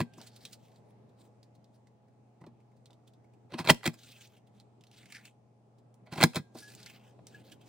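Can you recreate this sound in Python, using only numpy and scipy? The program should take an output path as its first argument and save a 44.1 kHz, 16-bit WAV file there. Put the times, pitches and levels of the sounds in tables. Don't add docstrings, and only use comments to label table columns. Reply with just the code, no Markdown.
import sys
import numpy as np
from scipy import signal
from scipy.fft import rfft, irfft, next_fast_len
from scipy.io import wavfile
from scipy.ndimage import uniform_filter1d

SR = 44100
rng = np.random.default_rng(int(sys.argv[2]) if len(sys.argv) > 2 else 0)


def transcribe(u):
    v = np.clip(np.atleast_2d(u).T, -1, 1)
    q = np.round(v * 32767).astype(np.int16)
    wavfile.write(sys.argv[1], SR, q)


def voltage_ratio(decibels):
    exponent = np.asarray(decibels, float) / 20
    return 10 ** exponent


N = 338688
T = np.arange(N) / SR
GRAIN = 4096
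HZ = np.arange(GRAIN // 2 + 1) * SR / GRAIN
AGE = np.arange(GRAIN) / SR
LEAD_S = 0.03
SIDES = np.array([[1], [-1]])


def unit(x):
    return x / np.sqrt(np.mean(x ** 2))


def ring(hz, width_hz):
    return 1j * HZ * width_hz / (hz ** 2 - HZ ** 2 + 1j * HZ * width_hz)


def band(x, lo_hz, hi_hz):
    sos = signal.butter(2, [lo_hz, min(hi_hz, 0.45 * SR)], "band", fs=SR, output="sos")
    return signal.sosfilt(sos, x)


def walk(rate):
    k = int(SR / rate)
    steps = np.repeat(rng.standard_normal(N // k + 1), k)
    return 1.4 * uniform_filter1d(uniform_filter1d(steps, k), k)[:N]


def on_log(table, hz):
    table_hz, value = np.transpose(table)
    return np.interp(np.log(np.maximum(hz, 1)), np.log(table_hz), value)


def add(out, s, grain):
    i = int((s - LEAD_S) * SR)
    out[:, max(i, 0):i + GRAIN] += grain[:, max(-i, 0):N - i]


def strike(body, rise_s, snap_s, scrape_s, scrape_db, side_hz, pan_db):
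    age = AGE - LEAD_S
    loading = np.exp(np.minimum(age, 0) / rise_s)
    release = np.exp(-age / snap_s) + voltage_ratio(scrape_db) * np.exp(-age / scrape_s)
    force = np.where(age < 0, loading, release)
    spread = HZ / np.hypot(HZ, side_hz)
    contact = rfft(rng.standard_normal((2, GRAIN)) * force)
    mid, side = irfft(contact * body * np.array([np.ones_like(spread), spread]))
    peak = np.sqrt(uniform_filter1d(mid ** 2, size=66).max())
    return (mid + SIDES * side) / peak * voltage_ratio(SIDES * pan_db / 2)


# (frequency [Hz], level [dB])
MOTOR_TONES = [(118.4, -61.5), (209.9, -71), (236.9, -75), (419.9, -78), (522.2, -84), (656.8, -83),
               (710.6, -82.5), (834.4, -78.5)]
# (frequency [Hz], level [dB per Hz])
AIR_SPECTRUM = [(18, -66), (30, -36.5), (59, -28), (90, -13.5), (121, -5), (165, -8.5), (221, -9.5),
                (364, -13), (822, -16), (962, -23.5), (1810, -38.5), (2120, -33), (2980, -41.5),
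                (8080, -45.5), (16000, -55)]
# (frequency [Hz], correlation [0-1])
AIR_LIKENESS = [(60, 0.5), (130, 0.62), (290, 0.76), (640, 0.23), (1400, .1), (16000, .05)]
# (time [s], level [dB])
AIR_LEVEL = [(0, -65), (1.2, -65.5), (2, -67.5), (3.4, -68), (4.3, -67.5), (5, -66.5), (5.5, -69),
             (6, -67.5), (6.6, -65.5), (7, -63.5)]


def fan():
    air, swell, bumps = 0, walk(0.78), walk(45)
    for hz in 40 * 2 ** np.arange(0, 8.7, 0.33):
        like = np.clip(on_log(AIR_LIKENESS, hz), 0, 0.99)
        mid, side = band(rng.standard_normal((2, N)), hz / 1.12, hz * 1.12)
        band_db = on_log(AIR_SPECTRUM, hz) + 0.91 * swell + 2.0 * (hz < 400) * bumps + 1.3 * walk(7.6)
        air = air + voltage_ratio(band_db) * (np.sqrt(1 + like) * mid + np.sqrt(1 - like) * side * SIDES)
    level_db = np.interp(T, *np.transpose(AIR_LEVEL))
    air = air / band(air.mean(0), 120, 900).std() * voltage_ratio(level_db + 1.0)
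    tones = 0
    for hz, db in MOTOR_TONES:
        level = voltage_ratio(db + 0.5 + 1.0 * walk(16))
        turns = np.cumsum(hz + 1.2 * walk(2)) / SR
        tones = tones + level * np.sin(2 * np.pi * turns + 6 * rng.random())
    return air + tones * voltage_ratio(0.44 * (level_db - level_db.mean()) + 0.4 * SIDES)


# (frequency [Hz], t60 [s], level re direct [dB])
ROOM_TAIL = [(245, 0.17, -29), (1230, 0.047, -19.5), (4000, 0.3, -25.5), (10000, 0.084, -13.5)]


def room(x):
    age = T[:SR // 2]
    tail = 0
    for hz, t60, db in ROOM_TAIL:
        noise = unit(band(rng.standard_normal((2, len(age))), hz / 2, hz * 3.6))
        tail = tail + voltage_ratio(db - 60 * age / t60) / np.sqrt(t60 * SR / 14) * noise
    tail = tail * np.minimum(age / 0.0022, 1)
    return signal.fftconvolve(x.mean(0)[None], tail)[:, :N]


# (start [s], held [s], rustle level [dB], resonance [Hz])
PULLS = [(0.14, .04, -73, 3400), (0.195, 0.0865, -64.5, 4240), (0.335, 0.1, -68, 4220),
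         (0.43, 0.11, -66.5, 4100), (0.57, 0.044, -78, 3760), (.635, .06, -76.5, 3970),
         (.72, 0.065, -79.5, 4000), (0.86, 0.054, -85.5, 4000), (1.189, .07, -76, 4000),
         (1.745, .015, -80, 4150), (3.99, .13, -63, 4000), (4.13, 0.12, -62, 3200),
         (4.26, 0.12, -73.5, 3400), (4.55, 0.06, -80, 3400), (4.87, 0.067, -79, 3400),
         (4.939, 0.047, -65, 3690), (5.0, 0.071, -68, 2640), (5.11, 0.044, -59, 2600),
         (5.155, 0.014, -51.5, 1887), (5.19, 0.077, -65.5, 2380), (5.249, 0.028, -63.5, 3250),
         (6.57, 0.177, -61.5, 4790), (6.78, 0.11, -62.5, 4000), (6.858, 0.1, -61, 2660),
         (6.96, 0.15, -72, 2800), (7.28, 0.096, -70, 3200), (7.35, 0.066, -68.5, 3050),
         (7.45, .09, -68, 3600), (7.615, 0.044, -74.5, 3500), (7.67, 0.0194, -63, 4500)]


def pulls():
    rise_db_s, fall_db_s = 700, 560
    t = T[::64]
    s, held, db, hz = np.transpose(PULLS)[:, :, None]
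    rise_db = rise_db_s * np.maximum(s - t, 0)
    fall_db = fall_db_s * np.maximum(t - s - held, 0)
    power = voltage_ratio(db - rise_db - fall_db) ** 2 + 1e-15
    total = power.sum(0)
    return np.interp(T, t, 10 * np.log10(total)), np.interp(T, t, (power * hz).sum(0) / total)


def rustle():
    out = np.zeros((2, N))
    db, hz = pulls()
    bright_db = -3 + 7 * np.log2(hz / 4000)
    slip_db = 2.2 * rng.exponential(size=N) + 1.5 * walk(40) + 2.0 * walk(250)
    slips = rng.standard_normal((2, N)) * voltage_ratio(slip_db)
    slips /= slips.std()
    for k, centre in enumerate(1300 * 2 ** np.arange(0, 3.7, 0.3)):
        if centre > 6000:
            rel_db = bright_db - 6
        else:
            octaves_off = abs(np.log2(centre / np.maximum(hz, 500)))
            rel_db = -13 * np.minimum(octaves_off, 0.7) - 3.0 - 5 * (centre < 1500)
        flicker_db = 3.2 * walk(22) + 1.5 * walk(90)
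        level = voltage_ratio(db + rel_db + flicker_db) * np.sqrt(SR / centre)
        mid, side = band(slips, centre / 1.17, centre * 1.1) * level
        out += (-1) ** k * (mid + min(centre / 16000, 1) * side * SIDES)
    return out


# (time [s], peak level [dB], pitch [Hz])
TICKS = [(0.1346, -49, 3050), (0.2126, -39.5, 3930), (0.45, -32.5, 3660), (0.758, -55.5, 4000),
         (1.4281, -49.5, 4430), (1.6413, -57.5, 4000), (1.869, -59, 1973), (2.463, -54, 4116),
         (2.8554, -49, 3900), (2.904, -52.5, 3520), (2.929, -54.5, 3860), (3.134, -60.5, 3560),
         (3.988, -53, 4600), (4.0315, -47.5, 4137), (4.1172, -47.5, 3930), (4.2718, -52, 6500),
         (4.598, -46.5, 4000), (4.8079, -54, 3090), (4.8357, -49.5, 3083), (4.8668, -53, 4080),
         (4.9122, -51.5, 2994), (5.055, -46, 2270), (5.121, -35.5, 2273), (5.252, -40.5, 2860),
         (5.9399, -56.5, 8991), (6.748, -38.5, 7160), (6.828, -42, 4100), (6.8593, -36, 2130),
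         (7.267, -39, 5800), (7.3456, -51, 3180)]
# (time [s], peak level [dB], pitch [Hz])
RUBS = [(0.1787, -50, 7120), (0.269, -43, 4630), (0.361, -44, 4300), (0.5283, -37.5, 4750),
        (1.09, -67, 4000), (1.55, -61.5, 4200), (2.0813, -67.5, 1760), (2.4113, -56, 2040),
        (2.601, -66, 2430), (2.7149, -67.5, 2190), (2.765, -68.5, 4600), (3.0744, -52.5, 3560),
        (3.2422, -64.5, 2265), (3.3346, -63.5, 2646), (4.209, -44, 3050), (4.47, -63, 3500),
        (5.0277, -49.5, 2140), (5.192, -51, 1915), (5.7832, -64.5, 4150), (6.0619, -57, 1990),
        (6.548, -50, 4960), (6.584, -41, 4970), (6.68, -49, 3540), (6.897, -41.5, 2570),
        (7.518, -42.5, 3200), (7.6122, -56, 3220)]


def edges():
    out = np.zeros((2, N))
    for events, rise_ms, treble_db in (TICKS, 0.37, -14), (RUBS, 4.1, -7):
        for s, db, hz in events:
            bright_db = treble_db + 16 * np.log2(hz / 4000)
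            body = ring(hz, 0.18 * hz) + voltage_ratio(-7.0 - 2.9 * rise_ms) * ring(4400, 2200)
            body = (body + voltage_ratio(bright_db) * ring(7900, 13000)) * ring(3300, 20000)
            grain = strike(body, rise_s=rise_ms * 0.00096, snap_s=0.00085 + rise_ms * 0.0019, scrape_s=0.011,
                           scrape_db=-4.0, side_hz=14000, pan_db=-2.6)
            add(out, s + 0.002, voltage_ratio(db - 8.5) * grain)
    return out


# (time [s], tone [Hz], level [dB], rubbed for [s], t60 [s])
SPRING = [(0.018, 1587, -66.5, 0, 1), (3.881, 1598, -71.5, 0.0027, 0.73), (4.189, 1600, -64, 0.0042, .1),
          (6.37, 1615, -68.5, 0.006, 0.82), (6.62, 1660, -54.5, 0.06, 0.15),
          (7.343, 1670, -47, 0.0015, 0.086), (7.481, 1645, -70, 0, 0.126),
          (7.521, 1664, -51.5, 0.00018, 0.047)]


def spring():
    out = np.zeros((2, N))
    waver_db, bend = 2 * walk(110), np.cumsum(12 * walk(25)) / SR
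    for s, hz, db, rubbed_s, t60 in SPRING:
        now = slice(int(s * SR), int((s + rubbed_s + t60) * SR))
        age = abs(T[now] - s)
        fade_db = 60 * np.maximum(age - rubbed_s, 0) / t60
        tone = np.sin(2 * np.pi * (hz * age + bend[now])) * np.minimum(age / 0.0041, 1)
        out[:, now] += voltage_ratio(db + waver_db[now] - fade_db) * tone
    return out


# (time [s], level [dB], upper desk modes [dB])
THUMPS = [(.002, -23, -4), (.011, -20, -16.5), (0.177, -45, -1), (2.414, -44.5, -8), (2.436, -45, -9),
          (2.467, -44.5, 0.5), (3.524, -41, -7), (3.54, -31, 1.5), (3.593, -31, -1.5), (3.604, -31, -9),
          (3.649, -36.5, -6.5), (3.674, -29.5, -5), (3.69, -23.5, 0.5), (3.698, -21, 9.5),
          (3.705, -14.5, -12.5), (3.733, -39, 1.5), (3.858, -28.5, 2.5), (3.867, -31.5, 7),
          (3.878, -22.5, -11.5), (6.124, -33.5, -9), (6.161, -37.5, -2), (6.181, -30.5, -9),
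          (6.206, -26, 2), (6.222, -24.5, -5), (6.2379, -10, -9.5), (6.261, -34.5, 0), (6.357, -31, 3.5),
          (6.368, -24, -9), (6.396, -32.5, -17), (6.55, -41, 6)]
# (frequency [Hz], width [Hz], level [dB])
DESK_MODES = [(155.5, 62, 4), (114.9, 52, -7.5), (234.7, 28, 7.5), (329, 82, 4), (465.4, 60, -9)]
# (time [s], level [dB])
JOLTS = [
    (3.704, -31),
]


def desk():
    out = np.zeros((2, N))
    for s, db, upper_db in THUMPS:
        body = 0
        for k, (hz, width_hz, mode_db) in enumerate(DESK_MODES):
            body = body + voltage_ratio(mode_db + upper_db * (k > 1)) * ring(hz, width_hz) ** 2
        wave = irfft(body)
        add(out, s + LEAD_S, voltage_ratio(db - 0.5 + 0.5 * SIDES) * wave / abs(wave).max())
    for s, db in JOLTS:
        shake = np.sin(2 * np.pi * 32 * AGE) * np.exp(-AGE / 0.016)
        add(out, s + LEAD_S, voltage_ratio(db) * shake[None])
    return out


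# (frequency [Hz], width [Hz], level [dB])
HOUSING_MODES = [(535, 260, -3.5), (786, 430, -3), (1015, 120, -1.5), (1337, 130, -5), (1640, 100, -2),
                 (1980, 160, -1.5), (2300, 520, -4), (2620, 260, -3.5), (3200, 220, -8), (4170, 600, -6.5),
                 (4666, 330, -11), (5012, 270, -4.5), (6700, 1300, -6), (7640, 2200, -7),
                 (11100, 980, -6.5), (15800, 2800, -10.5)]
# (time [s], peak level [dB], bright 5-15 kHz re peak [dB], scrape [ms])
KNOCKS = [(0.182, -50.5, -17.5, 9.4), (0.205, -53, -8, 12), (2.416, -54, -29, 24), (2.44, -52, -21.5, 6.2),
          (2.467, -54.5, -25, 10.7), (2.9, -58.5, -16, 13), (6.552, -45, -11.5, 14),
          (7.19, -52.5, -17, 4.5)]
SLACK = [(3.505, -56.5, -14, 6.2), (3.5217, -46.5, -15, 12), (3.5411, -36.5, -18.5, 9.1),
         (3.5903, -32.5, -10.5, 12), (3.6001, -39, -4, 9.6), (3.6092, -43, -8, 6.9),
         (6.0714, -54.5, -25.5, 16), (6.1255, -42.5, -10, 17), (6.1375, -42, -8.5, 5.7),
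         (6.159, -41, -8, 8), (6.1787, -36.5, -8.5, 7.4), (6.184, -34, -12, 5.1), (6.192, -39, -6.5, 19.7)]
CUTS = [(3.6445, -43, -15, 3.8), (3.6494, -41.5, -10.5, 12), (3.6605, -37.5, -14.5, 7.4),
        (3.674, -25.5, -20.5, 2.5), (3.6803, -34.5, -10, 12), (3.687, -22, -17, 1.2),
        (3.6895, -20.5, -15, 5.6), (3.694, -13.5, -16, 2.3), (3.6987, -9.5, -17.5, 1.4),
        (3.7033, -13, -6, 4.8), (3.7452, -44, -3.5, 2.3), (6.204, -27.5, -20, 4.9), (6.2107, -24, -9, 11.5),
        (6.22, -22.5, -15, 3.15), (6.229, -14, -19.5, 0.92), (6.2368, -11.5, -6, 4.5),
        (6.2696, -46.5, -9.5, 3.45)]
RETURNS = [(0.0041, -24, -11.5, 3.2), (0.0127, -34, -9.5, 6.9), (3.832, -41.5, -14.5, 6.3),
           (3.841, -38, -11, 34), (3.8568, -25.5, -10, 8.7), (3.863, -24.5, -6.5, 4.3),
           (3.8757, -26.5, -9, 2.5), (3.9343, -59, -4, 8.5), (3.9405, -52.5, 0, 8.5),
           (6.3345, -47.5, -10.5, 11.4), (6.347, -40, -5, 13), (6.3582, -29.5, -6, 7.54),
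           (6.3655, -31.5, -10, 8.6)]


def punch():
    out = np.zeros((2, N))
    mode_hz = np.array(HOUSING_MODES)[:, 0]
    # events, hollow 400-1200 Hz re peak [dB], build-up [ms], top of the contact [Hz]
    stages = [(KNOCKS, 11, 0.35, 1900), (SLACK, -1.1, 7.3, 14000),
              (CUTS, -6.5, 1.7, 48000), (RETURNS, -7.5, 3, 30000)]
    for events, hollow_db, rise_ms, top_hz in stages:
        for s, db, bright_db, scrape_ms in events:
            upper_db = np.where(mode_hz > 5000, bright_db + 2.5, 0)
            tilt_db = np.where(mode_hz < 1200, hollow_db + 9.0, upper_db)
            tilt_db = tilt_db + 2 * (mode_hz < 5000) * rng.standard_normal(len(mode_hz))
            body = 0
            for k, (hz, width_hz, mode_db) in enumerate(HOUSING_MODES):
                body = body + (-1) ** k * voltage_ratio(mode_db + tilt_db[k]) * ring(hz, width_hz)
            body = body / (1 + 1j * HZ / top_hz)
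            grain = strike(body, rise_s=rise_ms * 0.0007, snap_s=0.00098, scrape_s=scrape_ms * 0.0013,
                           scrape_db=-3.5, side_hz=13000, pan_db=-1.3)
            add(out, s, voltage_ratio(db) * grain)
    return out


def scene():
    near = rustle() + edges() + spring() + desk() + punch()
    return near + room(near) + fan()


def low_pass(x):
    return signal.sosfilt(signal.butter(12, 16820, fs=SR, output="sos"), x)


# (frequency [Hz], gain [dB])
MIC_RESPONSE = [(20, -5), (60, -0.5), (9000, 0.5), (11500, -6.5), (13000, -13.5), (14000, -2),
                (15600, -0.5), (16100, -11.5), (16600, -45)]


def record(dry):
    port_lag_s = 2.8e-5
    size = next_fast_len(N)
    hz = np.arange(size // 2 + 1) * SR / size
    lag = np.exp(-2j * np.pi * hz * port_lag_s * np.array([[1], [0]]))
    ports = voltage_ratio(on_log(MIC_RESPONSE, hz)) * lag
    mix = irfft(rfft(dry, size) * ports, size)[:, :N]
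    return low_pass(mix)


dry = scene()
out = record(dry)
transcribe(out)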